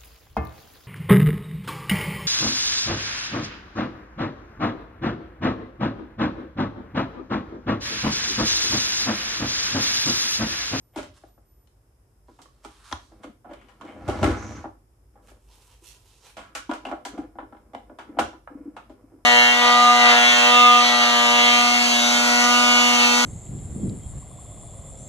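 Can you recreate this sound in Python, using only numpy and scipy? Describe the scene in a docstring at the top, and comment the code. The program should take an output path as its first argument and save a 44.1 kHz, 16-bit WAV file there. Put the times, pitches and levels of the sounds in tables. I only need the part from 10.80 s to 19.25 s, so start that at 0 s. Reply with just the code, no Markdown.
"""A plastic desktop printer is knocked, pressed and dragged round on a table, close by in a small room.
Each knock rings its hollow shell, and its rubber feet judder and scrape as they stick and slip.
First, paper drops into the rear tray and the guide is slid against it; later something rustles behind.
All the rubbing is made of many tiny clicks, shaped by what they shake. Under it lie the room's air,
a low hum and, at first, a faint high whine."""
import sys
import numpy as np
from scipy import signal
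from scipy.fft import rfft, irfft, next_fast_len
from scipy.io import wavfile
from scipy.ndimage import uniform_filter1d

SR = 44100
rng = np.random.default_rng(int(sys.argv[2]) if len(sys.argv) > 2 else 0)


def transcribe(signal):
    """Save signal, clipped to [-1, 1], as a 16-bit WAV file at the path in sys.argv[1]."""
    frames = np.atleast_2d(signal).T
    limited = np.clip(frames, -1, 1)
    pcm = np.round(limited * 32767).astype(np.int16)
    wavfile.write(sys.argv[1], SR, pcm)


N = 372644
TIME = np.arange(N) / SR
CUTOFF_HZ = 14400   # top of the treble


def from_db(db):
    """Turn a level in dB into a number to multiply by."""
    return np.exp(np.asarray(db) * (np.log(10) / 20))


def rms_one(x):
    """Scale a sound so its average strength (rms) is 1."""
    return x / np.sqrt(np.mean(x ** 2) + 1e-20)


def at_hz(points, hz):
    """Read a value off a curve of (Hz, value) points."""
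    point_hz, values = np.transpose(points)
    return np.interp(np.log(hz), np.log(point_hz), values)


def level_curve(points):
    """Join (seconds, dB) points into a level in dB, silent before and after."""
    return np.interp(TIME, *np.transpose(points), left=-200, right=-200)


def add(out, start_s, sound):
    """Mix a sound into out at the given time."""
    at = max(round(start_s * SR), 0)
    out[..., at:at + sound.shape[-1]] += sound[..., :N - at]


def panned(x, pan_db):
    """Make the left side pan_db louder than the right."""
    return x * from_db(np.array([[pan_db], [-pan_db]]) / 2)


def band(x, low_hz, high_hz, order=2):
    """Keep what lies between two frequencies; a higher order gives steeper edges."""
    sos = signal.butter(order, [low_hz, min(high_hz, SR / 2.1)], "band", fs=SR, output="sos")
    return signal.sosfilt(sos, x + 1e-18)


def resonate(x, hz, width_hz):
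    """Ring at one pitch; the narrower the width, the longer the ring."""
    r = np.exp(-np.pi * width_hz / SR)
    feedback = [1, -2 * r * np.cos(2 * np.pi * hz / SR), r * r]
    return signal.lfilter(np.array([1, 0, -1]) * (1 - r * r) / 2, feedback, x + 1e-18)


def colour(x, spectrum):
    """Shape a sound's bass and treble with (Hz, dB) points, then scale it to strength 1."""
    size = next_fast_len(N)
    hz = np.maximum(np.fft.rfftfreq(size, 1 / SR), 1)
    bass_fade = np.minimum(hz / spectrum[0][0], 1) ** 2
    shaped = rfft(x, size) * bass_fade * from_db(at_hz(spectrum, hz))
    return rms_one(irfft(shaped, size)[..., :N])


def drift(per_s):
    """A random wander, roughly 1 either way, that turns per_s times a second."""
    knots = rng.standard_normal(int(N / SR * per_s) + 2)
    return np.interp(TIME * per_s, np.arange(len(knots)), knots)


def strokes(rows, attack_s, release_s):
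    """Loudness over time: each stroke sets in, swells or fades around its level, and dies away."""
    power, steps = 0, TIME[::32]
    for start, length, db, swell_db in rows:
        t = steps - start
        envelope = np.clip(t / attack_s, 0, 1) * np.exp(-np.maximum(t - length, 0) / release_s)
        gain = from_db(db + swell_db * (np.clip(t / length, 0, 1) - .5))
        power = power + (envelope * gain) ** 2
    return np.interp(TIME, steps, np.sqrt(power))


def slips(per_s, spread_db):
    """Friction: tiny slips click at random moments, with uneven sizes."""
    at = np.flatnonzero(rng.random(N) < per_s / SR)
    sizes = rng.exponential(1, N)[at]
    signs = np.sign(rng.random(N)[at] - .5)
    out = np.zeros(N)
    out[at] = signs * from_db(spread_db * np.minimum(sizes, 4))
    return rms_one(out)


def surge(x, edges_hz, depth_db, per_s):
    """Split a sound into frequency bands and let each swell and fade on its own."""
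    return sum((-1) ** k * band(x, low, high) * from_db(depth_db * drift(per_s))
               for k, (low, high) in enumerate(zip(edges_hz, edges_hz[1:])))


def flex(x, depth_db, per_s):
    """A thin sheet bends as it moves, so its tone keeps shifting."""
    return surge(x, np.geomspace(500, 15000, 8), depth_db, per_s)


def shell(force, broad_db=-13):
    """The plastic shell rings at its main pitches, over a bed of many that die at once."""
    # Each row: pitch in Hz, width in Hz, gain in dB.
    resonances = [(228, 18, 0), (280, 32, 0), (322, 20, 3), (402, 24, -7), (508, 40, 1), (600, 42, -2),
                  (700, 40, -5), (802, 40, -1), (986, 50, 0), (1108, 46, 2), (1230, 60, -2), (1328, 55, 0),
                  (1414, 45, 0), (1680, 90, -4), (2067, 110, -9), (2180, 120, -10), (2950, 260, -13)]
    ring = sum(from_db(db) * resonate(force, hz, width) for hz, width, db in resonances)
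    return ring + from_db(broad_db) * force


def room(x):
    """Echoes from the walls blur into a tail of noise that dies away band by band."""
    # Each row: frequency in Hz, seconds to fade by 60 dB.
    fade_times = [(80, 0.6), (260, 0.5), (700, 0.27), (1840, 0.29), (4850, 0.34), (12000, 0.19)]
    # Each row: frequency in Hz, echo level in dB against the direct sound.
    echo_levels = [(80, -18), (280, -12.5), (600, -3.5), (1200, -2.5), (3000, 0.5), (10000, 0.5)]
    # Each row: frequency in Hz, how alike the two ears are from 0 to 1.
    likeness = [(100, 0.6), (300, 1), (600, 0.23), (1200, 0)]
    t = np.arange(SR * 7 // 10) / SR
    edges = np.geomspace(45, 16000, 15)
    white, response = rng.standard_normal((2, 2, len(t))), 0
    onset = np.clip((t - .003) / 0.00037, 0, 1)   # the first wall answers after 3 ms
    for k, (low, high) in enumerate(zip(edges, edges[1:])):
        hz = np.sqrt(low * high)
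        mid, side = band(white[k % 2], low, high) * onset * from_db(-60 * t / at_hz(fade_times, hz))
        alike = at_hz(likeness, hz)
        tail = np.sqrt(1 + alike) * mid + np.sqrt(1 - alike) * side * np.array([[1], [-1]])
        tail = tail * np.sqrt(2 * (high - low) / SR / np.sum(tail ** 2, axis=1, keepdims=True))
        response = response + tail * from_db(at_hz(echo_levels, hz))
    return signal.fftconvolve(x.mean(axis=0)[None], response, axes=1)[:, :N]


def in_room(x):
    """A sound plus the echoes that belong to its own place."""
    return x + room(x)


def ports(x):
    """Each of the microphone's two openings favours some bands of the nearby sounds."""
    # Each row: frequency in Hz, left over right in dB.
    balance = [(60, 3.5), (110, -4), (200, 6.5), (380, -2.5), (690, 2), (1280, -5), (2350, 5), (4330, -6),
               (7980, -4.5), (14700, -3.5)]
    size = next_fast_len(N)
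    lean_db = at_hz(balance, np.maximum(np.fft.rfftfreq(size, 1 / SR), 1))
    return irfft(rfft(x, size) * from_db(np.array([lean_db, -lean_db]) / 2), size)[:, :N]


def background(air_db=-58.5, bass_side_db=-19, treble_side_db=-1):
    """Room air, alike at both ears in the bass, and a low electric hum."""
    # Each row: frequency in Hz, relative level in dB.
    air_tone = [(25, -30), (54, 2.5), (76, -10.5), (110, -8), (173, -23.5), (390, -21.5), (480, -27),
                (1000, -33), (1780, -41), (4400, -52), (5260, -40.5), (5800, -47.5), (10000, -42.5),
                (14000, -49)]
    # Each row: pitch in Hz, level in dB.
    hum_tones = [(48.5, -63), (101, -77.5)]
    mid, side = colour(rng.standard_normal((2, N)), air_tone)   # side sets the ears apart
    upper = signal.sosfilt(signal.butter(2, 550, "high", fs=SR, output="sos"), side)
    side = from_db(bass_side_db) * side + from_db(treble_side_db) * upper
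    hum = sum(np.sqrt(2) * from_db(db) * np.sin(2 * np.pi * (hz * TIME + rng.random()))
              for hz, db in hum_tones)
    return from_db(air_db) * np.array([mid + side, mid - side]) + hum


def whine(flicker_db=2.5):
    """A faint, very high electronic whine comes and goes at first."""
    # Each row: start in seconds, length in seconds, level in dB, swell in dB.
    spells = [(0.01, .16, -75, 2), (0.47, 0.11, -74, -2), (0.65, 0.19, -73.5, 1)]
    # Each row: pitch in Hz, relative level in dB.
    pitches = [(9000, -19), (11000, -16), (13000, -2), (14000, -7)]
    tones = sum(np.sqrt(2) * from_db(db) * np.sin(2 * np.pi * hz * TIME) for hz, db in pitches)
    return strokes(spells, attack_s=0.011, release_s=0.013) * from_db(flicker_db * drift(58)) * tones


def rustle(grain_db=-2, crinkle_db=-6):
    """Something thin is handled behind the printer: a fine grain with scattered crinkles."""
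    # Each row: frequency in Hz, relative level in dB.
    tone = [(240, -13), (400, 12.5), (654, -10.5), (977, -0.5), (1120, -8.5), (2090, -12.5), (2690, -6.5),
            (4260, -11), (4870, -11.5), (8070, -10.5), (11000, -12.5), (14000, -17)]
    # Each row: time in seconds, level in dB before grain_db or crinkle_db is added.
    levels = [(4.42, -74), (4.486, -65), (4.58, -78.5), (4.676, -71), (4.708, -62), (4.788, -63.5),
              (4.912, -60), (5.004, -72.5), (5.02, -66.5), (5.042, -56.5), (5.112, -61), (5.162, -64),
              (5.244, -67), (5.28, -62), (5.406, -66), (5.454, -53.5), (5.492, -57.5), (5.56, -72)]
    grain = colour(flex(slips(5000, 2.8), depth_db=3, per_s=14), tone)
    crinkles = colour(flex(slips(70, 3.0), depth_db=5, per_s=60), tone)
    texture = from_db(grain_db) * grain + from_db(crinkle_db) * crinkles
    return panned(from_db(level_curve(levels)) * texture, pan_db=-2)


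def edge_scrapes(waver_db=5):
    """The rustling thing drags along an edge; quick slips ring thin pitches that come and go."""
    # Each row: start in seconds, length in seconds, level in dB, swell in dB.
    scrapes = [(5.04, 0.077, -58.5, -2), (5.44, .06, -66, -3)]
    # Each row: pitch in Hz, width in Hz, relative level in dB.
    resonances = [(2780, 300, 0), (3400, 450, -5), (4220, 400, -2), (5900, 1200, -4), (9000, 3000, -9)]
    force = slips(1500, 2.5)
    ring = sum(from_db(db + waver_db * drift(25)) * resonate(force, hz, width)
               for hz, width, db in resonances)
    return panned(strokes(scrapes, attack_s=0.016, release_s=0.013) * rms_one(ring), pan_db=-14)


def scuffs():
    """A palm or a sheet slides on the casing with a dry, uneven scuff."""
    # Each row: start in seconds, length in seconds, level in dB, swell in dB.
    swipes = [(0.125, 0.042, -59.5, 8), (0.19, 0.054, -71, -17), (1.825, 0.02, -54.5, 16),
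              (2.68, 0.059, -65, 15), (2.77, 0.35, -63, 2), (3.02, 0.37, -60.5, -1)]
    # Each row: frequency in Hz, relative level in dB.
    tone = [(250, -7.5), (600, 3.5), (1300, -8.5), (2000, -5.5), (3000, -7), (4500, -15), (8000, -13),
            (13000, -21.5)]
    grain = flex(shell(slips(1800, 2.1)), depth_db=7, per_s=11)
    return strokes(swipes, attack_s=0.019, release_s=0.023) * colour(grain, tone)


def paper(gain_db=-10):
    """Paper fibres catch on the tray thousands of times a second as the sheets slide."""
    # Each row: start in seconds, length in seconds, level in dB before gain_db, swell in dB.
    slides = [(0.16, 0.08, -44.5, -13), (0.335, 0.044, -51, 8), (0.41, 0.08, -60.5, -7),
              (1.47, 0.5, -64.5, -2), (1.85, 0.2, -52, 3), (2.04, 0.082, -44, -0.5),
              (2.17, 0.24, -59.5, -10), (2.41, 0.025, -61, 31)]
    # Each row: frequency in Hz, relative level in dB.
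    tone = [(400, -15.5), (700, -2), (1150, 10), (2100, -4), (3600, 0.5), (5800, -3), (9000, -5.5),
            (12000, -14), (14000, -45.5)]
    fibres = flex(slips(5000, 3.0), depth_db=2.2, per_s=18)
    return from_db(gain_db) * strokes(slides, attack_s=0.0048, release_s=0.0086) * colour(fibres, tone)


def hand_rubs(gain_db=-8.5):
    """Skin creeping over the plastic makes the shell murmur."""
    # Each row: start in seconds, length in seconds, level in dB before gain_db, swell in dB.
    rubs = [(2.3, 0.2, -48.5, 12), (2.66, 0.099, -43, 5), (2.76, 0.24, -57, -2.5), (3.01, 0.34, -41, -3),
            (4.34, 0.24, -54, -3), (5.57, 0.22, -51.5, -19), (6.03, 0.42, -55, -33),
            (6.33, 0.12, -36.5, -6), (6.45, 1, -52.5, 6.5), (7.27, 0.23, -42, 3), (7.7, 0.32, -47, -6),
            (7.96, 0.46, -52.5, -4)]
    # Each row: frequency in Hz, relative level in dB.
    tone = [(110, -52.5), (180, -7.5), (328, -8), (467, -8.5), (1000, -21.5), (2490, -33), (3590, -52.5),
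            (5110, -47.5), (6000, -76), (7800, -119), (13200, -120)]
    murmur = colour(shell(slips(1100, 3.4)), tone)
    return from_db(gain_db) * strokes(rubs, attack_s=0.0033, release_s=0.0076) * murmur


def finger_pushes(rise_s=0.0079):
    """A fingertip softly swells the hollow lid's lowest note and damps it again."""
    # Each row: start in seconds, peak level in dB, pitch in Hz.
    pushes = [(2.471, -37, 306), (2.488, -42.5, 223), (3.044, -37.5, 306), (3.088, -41, 312),
              (5.018, -50.5, 342), (5.890, -20.5, 288), (6.339, -35, 302), (6.384, -23, 298),
              (6.441, -39.5, 302), (7.291, -34, 305), (7.71, -36.5, 301), (7.749, -30.5, 280),
              (7.803, -34, 289), (7.853, -31, 300), (7.874, -28, 294), (8.235, -43, 280)]
    t, out = np.arange(SR // 6) / SR, np.zeros(N)
    swell = (t / rise_s) ** 2 * np.exp(2 * (1 - t / rise_s))
    for start, db, hz in pushes:
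        add(out, start, from_db(db) * swell * np.sin(2 * np.pi * hz * t))
    return band(out, 120, 600, order=3)


def clacks():
    """A thin plastic edge snaps home and chatters for a moment around its own pitch."""
    # Each row: start in seconds, strength in dB, pitch in Hz, width in Hz, seconds to fade by 60 dB.
    snaps = [(2.1255, -19, 1130, 500, 0.018), (2.1258, -28.5, 3600, 1100, 0.028),
             (2.125, -31, 5620, 780, .016), (6.052, -32.5, 2770, 330, 0.082), (7.388, -27, 3010, 220, .025)]
    t, out = np.arange(SR // 8) / SR, np.zeros((2, N))
    for start, db, hz, width_hz, fade_s in snaps:
        chatter = rng.standard_normal(len(t)) * from_db(-60 * t / fade_s)
        ring = band(chatter, hz - width_hz / 2, hz + width_hz / 2)
        add(out, start, from_db(db) * ring / np.abs(ring).max() * np.sqrt(2))
    return out


def drag(judder_db=-1, stick_slip_db=0.5, crumb_db=-21.5, firm_pull_db=-36, firm_hiss_db=-68):
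    """Rubber feet judder on the table, grit rasps through the shell, crumbs grind and an edge hisses."""
    # Each row: time in seconds, level in dB.
    friction = [(3.0, -54), (3.05, -62), (3.26, -46), (3.32, -35.5), (3.42, -34.5), (3.46, -27),
                (3.57, -36), (3.82, -42.5), (3.91, -89)]
    # The feet and table top. Each row: time in seconds, level in dB before judder_db.
    rumble = [(3.0, -55), (3.026, -74), (3.258, -38.5), (3.282, -36.5), (3.326, -35.5), (3.342, -40),
              (3.406, -36), (3.438, -27), (3.54, -31), (3.632, -43.5), (3.768, -39), (3.98, -61.5)]
    # The scrape's tone. Each row: frequency in Hz, relative level in dB.
    tone = [(120, -11), (200, -5), (300, -1.5), (400, -6.5), (600, -12), (900, -11), (1500, -13.5),
            (2100, -20), (3000, -26.5), (4500, -38), (8000, -27.5), (12000, -44.5)]
    # The edge catches. Each row: start in seconds, length in seconds, level in dB, swell in dB.
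    catches = [(3.56, 0.21, -57, -3)]
    feet = rms_one(band(slips(220, 1.5), 62, 106))
    # The weight shifts from foot to foot, so the bands of the scrape surge separately.
    edges_hz = [*np.geomspace(150, 2400, 6), CUTOFF_HZ]
    grit = surge(shell(slips(650, 1.8)), edges_hz, depth_db=2.2, per_s=35)
    edge = rms_one(from_db(3 * drift(70)) * band(slips(6000, 3.0), 5600, 6900, order=3))
    friction_db = level_curve(friction)
    judder = from_db(judder_db + level_curve(rumble)) * feet
    scrape = from_db(friction_db + stick_slip_db * drift(45)) * colour(grit, tone)
    hiss_db = firm_hiss_db + 1.7 * (friction_db - firm_pull_db)   # grows faster than the friction
    hiss = (from_db(hiss_db) + strokes(catches, attack_s=0.0086, release_s=0.017)) * edge
    crumbs = from_db(friction_db + crumb_db) * rms_one(band(slips(900, 2.5), 2000, 5500))
    return panned(judder + scrape + crumbs + hiss, pan_db=-0.025)


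def blow(parts, levels_db, stretch, crack=3.9, rattle_db=1.5):
    """One blow: a crack and a dying rattle of loose plastic ring the given parts of the sound."""
    t = np.arange(SR // 5) / SR
    noise = rng.standard_normal((4, len(t)))
    rattle = rms_one(noise[:3] * from_db(rattle_db * noise[3]))   # both ears, left, right
    out = 0
    for (body, (fade_s, gain_db, alike)), db in zip(parts, levels_db):
        force = np.sqrt(alike) * rattle[0] + np.sqrt(1 - alike) * rattle[1:]
        force *= from_db(-60 * t / (fade_s * stretch))
        force[:, 0] += crack
        ring = signal.fftconvolve(force, body[None], axes=1)[:, :len(t)]
        loudest = np.sqrt(uniform_filter1d(np.mean(ring ** 2, axis=0), size=265).max())   # over 6 ms
        out = out + ring * from_db(db + gain_db) / loudest
    return out


def spot_ring(x, hz, width_hz=88, ring_db=1.9, rest_db=-2.51):
    """Each spot on the shell favours one pitch."""
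    return from_db(rest_db) * x + from_db(ring_db) * resonate(x, hz, width_hz)


def knocks(places=3):
    """Blows on the shell: a hard one is bright, one over the hollow booms, a heavy one jolts the table."""
    # Each row: start in seconds, strength in dB, extra boom in dB, brightness in dB per octave,
    # rattle length factor, left over right in dB, pitch of the spot in Hz.
    hits = [(0.160, -37.5, 9.5, -3, 1.2, 2, 595), (0.175, -35.5, -30, -3, 2, 7.5, 610),
            (0.186, -35, 3, -8, 0.67, -4, 600), (0.229, -39, -6, -4, 1.7, 0, 590),
            (0.437, -46.5, 0.5, -24, 0.16, 3, 684), (0.578, -58.5, 2, -22, 0.67, 5, 570),
            (0.873, -72.5, -19, 3, 0.42, 19, 1080), (1.483, -54, 5, -19, 1.7, -1, 990),
            (1.589, -49.5, -2.5, -7, 1.7, -1, 1020), (1.617, -60.5, 3, 5, 1.7, -4, 1100),
            (1.657, -47.5, -24, -23, 0.27, -4, 1150), (1.848, -40, 0, -2.5, 1, -1, 1200),
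            (2.114, -37.5, -10, -4, 1.7, 7, 1240), (2.1255, -29.5, -4, -4, 0.14, -1.5, 1120),
            (2.319, -55, 3.5, -22, 0.82, -2, 515), (2.434, -38.5, -29, -8, 1.2, -2, 525),
            (2.442, -43.5, 6.5, -3.5, 0.81, 0, 540), (2.645, -46.5, -5, -22, 3.9, -4, 710),
            (2.692, -51.5, 7.5, -12, 6, 1.5, 610), (2.711, -43, 2, -10.5, 1.8, -1, 580),
            (2.734, -44, -9, -4.5, 0.99, -2, 550), (2.812, -52, -25, -7, 2.7, 6, 1920),
            (2.885, -50.5, -20, -5.5, 2.5, 9.5, 1890), (3.011, -39.5, -13, -7.5, 1.5, -2, 1090),
            (3.050, -46, -6, -6.5, .7, -4, 695), (3.084, -43.5, -3, -14, .7, -2, 600),
            (3.122, -50.5, -2, -12, .7, 0, 800), (3.162, -50, 3, -12, 0.78, 0, 603),
            (3.222, -50, 0, -9, 0.63, 0, 694), (3.279, -37, -1.5, -3, 0.79, -2, 620),
            (3.286, -30.5, 12.5, -4, 0.62, 2.5, 620), (3.296, -29.5, -2, -5.5, 1.7, -2, 639),
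            (3.389, -35.5, 2, -7, 0.91, -1, 600), (3.424, -36, 2, -6, 1, 0, 660),
            (3.429, -21.5, 6, -5, 1.56, 2, 1390), (3.442, -18.5, -22, -5.5, 0.78, 6, 610),
            (3.461, -28, -9.5, -6.5, 1.2, 5.5, 600), (3.472, -38, 20.5, -4.5, 1.6, -0.5, 1340),
            (3.487, -34.5, -10, -7, 1.4, -5, 1330), (3.506, -34, -7, -4, 1.2, 0, 610),
            (3.841, -35, 2.5, -24, 0.96, 0.5, 590), (3.855, -36, -0.5, -18, 0.59, 1, 600),
            (4.355, -57, -3, -18, 3, 0, 800), (4.484, -53, -12.5, -3, 2.1, -5, 1733),
            (4.516, -55, 0.5, -12, 0.55, 8, 600), (5.568, -36, -15.5, -5.5, 4.5, -1, 690),
            (5.7505, -29.5, -17, -1, 2.04, 1, 1500), (5.893, -32.5, -1, -9, 2.1, 1.5, 980),
            (5.913, -24, -6, -9, 0.8, -1, 1030), (5.935, -34, -9, -3.5, 1.36, 2, 980),
            (6.051, -31.5, -6, -7.5, 1.3, 1, 750), (6.068, -37, -2, -7.5, 1.6, 1, 1110),
            (6.088, -37, -5, -8.5, 2.6, 1, 1040), (6.114, -30, -1, -10, 0.93, -2, 760),
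            (6.125, -29, -2.5, -24, 0.61, -1, 620), (6.251, -32.5, -3.5, -0.5, 1.94, 1.5, 1600),
            (6.378, -40.5, 6.5, -6.5, 2.1, 0, 750), (6.555, -50.5, 5, -22, 0.72, 2, 740),
            (6.586, -29.5, -10, -19.5, 0.79, 0, 915), (6.603, -38, -11, -15, 0.47, 3, 1090),
            (6.624, -47.5, 9.5, -22, 1.06, 1, 720), (6.724, -44.5, 1.5, -16, 0.86, 1, 1340),
            (6.748, -48.5, -1, -16, 0.65, -2, 990), (6.768, -50, -17, -12, 0.62, 9, 930),
            (6.934, -45, 4, -10, 1.5, -3, 695), (6.9485, -28, -9, -11, 0.38, -2, 657),
            (7.097, -45, 1, -18, 0.37, 0, 684), (7.113, -56.5, 11, -24, 1, 0, 594),
            (7.187, -35.5, -11.5, -7.5, 2.3, 2.5, 890), (7.369, -42, 12.5, -17, 1.3, 1, 755),
            (7.3875, -13.5, -9.5, -11.5, 0.85, -1, 760), (7.393, -23.5, -4, -2.5, 1.35, 2.5, 1450),
            (7.412, -27.5, -1.5, -20, 0.32, -2, 515), (7.53, -43, -4, -29, 1.7, 1, 1010),
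            (7.674, -30, -31, -25, 0.47, 0.5, 920), (7.966, -34.5, -12.5, -9, 1.45, 0.5, 900),
            (8.096, -54, 15.5, -4.5, 1.8, 1.5, 608), (8.316, -72, 27.5, -23, 3, -0.5, 610)]
    # The whole printer jolts. Each row: start in seconds, strength in dB, rattle length factor.
    thuds = [(0.167, -49, 3.1), (2.1245, -43, .6), (3.277, -33.5, 1.1), (3.423, -26.5, 1),
             (3.855, -55.5, 1), (6.377, -53, 1), (7.388, -46, 1.5)]
    # The six parts of a blow: thud, hollow, lid, panel, clack, tick.
    # Each row: low edge in Hz, high edge in Hz, steepness of the edges (filter order).
    ranges = [(58, 106, 2), (238, 410, 4), (520, 920, 3), (920, 1750, 3), (1750, 3600, 3), (3700, 8800, 2)]
    # How those parts ring. Each row: seconds to fade by 60 dB at length factor 1, gain in dB,
    # how alike the two ears are from 0 to 1.
    rings = [(0.24, 6, 1), (0.099, -0.5, 0.98), (0.033, 1, 1), (0.1, -6.5, 0.18), (0.064, -4, 0.4),
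             (0.067, -2.5, 0.12)]
    click = shell(signal.unit_impulse(SR // 12), broad_db=-6)
    thud, *plastic = [((-1) ** k * band(click, low, high, order), rings[k])
                      for k, (low, high, order) in enumerate(ranges)]
    centres_hz = np.array([np.sqrt(low * high) for low, high, _ in ranges[1:]])
    octaves_above_panel = np.maximum(np.log2(centres_hz / centres_hz[2]), 0)
    boom_share = np.array([1, 0.36, 0, 0, 0])   # the lid joins in the hollow's boom a little
    tracks = np.zeros((places, 2, N))   # hits take turns among places, each with its own echoes
    for k, (start, db, boom_db, brightness, stretch, pan_db, hz) in enumerate(hits):
        levels_db = db + boom_db * boom_share + brightness * octaves_above_panel
        knock = spot_ring(blow(plastic, levels_db, stretch), hz)
        add(tracks[k % places], start, panned(knock, pan_db))
    for start, db, stretch in thuds:
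        add(tracks[0], start, blow([thud], [db], stretch, crack=13))
    return sum(in_room(track) for track in tracks)


def scene(clack_echo_db=-9):
    """All the handling echoes in the room; the clacking edges face the microphone and echo less."""
    snaps = clacks()
    handling = finger_pushes() + drag() + hand_rubs() + scuffs() + paper() + rustle() + edge_scrapes()
    nearby = in_room(handling) + knocks() + snaps + from_db(clack_echo_db) * room(snaps)
    return ports(nearby) + background() + whine()


def record(dry, low_cut_hz=36):
    """The microphone loses the deepest bass; the highest treble is cut steeply."""
    dry = signal.sosfilt(signal.butter(3, low_cut_hz, "high", fs=SR, output="sos"), dry)
    return signal.sosfilt(signal.ellip(10, .3, 70, CUTOFF_HZ, fs=SR, output="sos"), dry)


dry = scene()
out = record(dry)
transcribe(out)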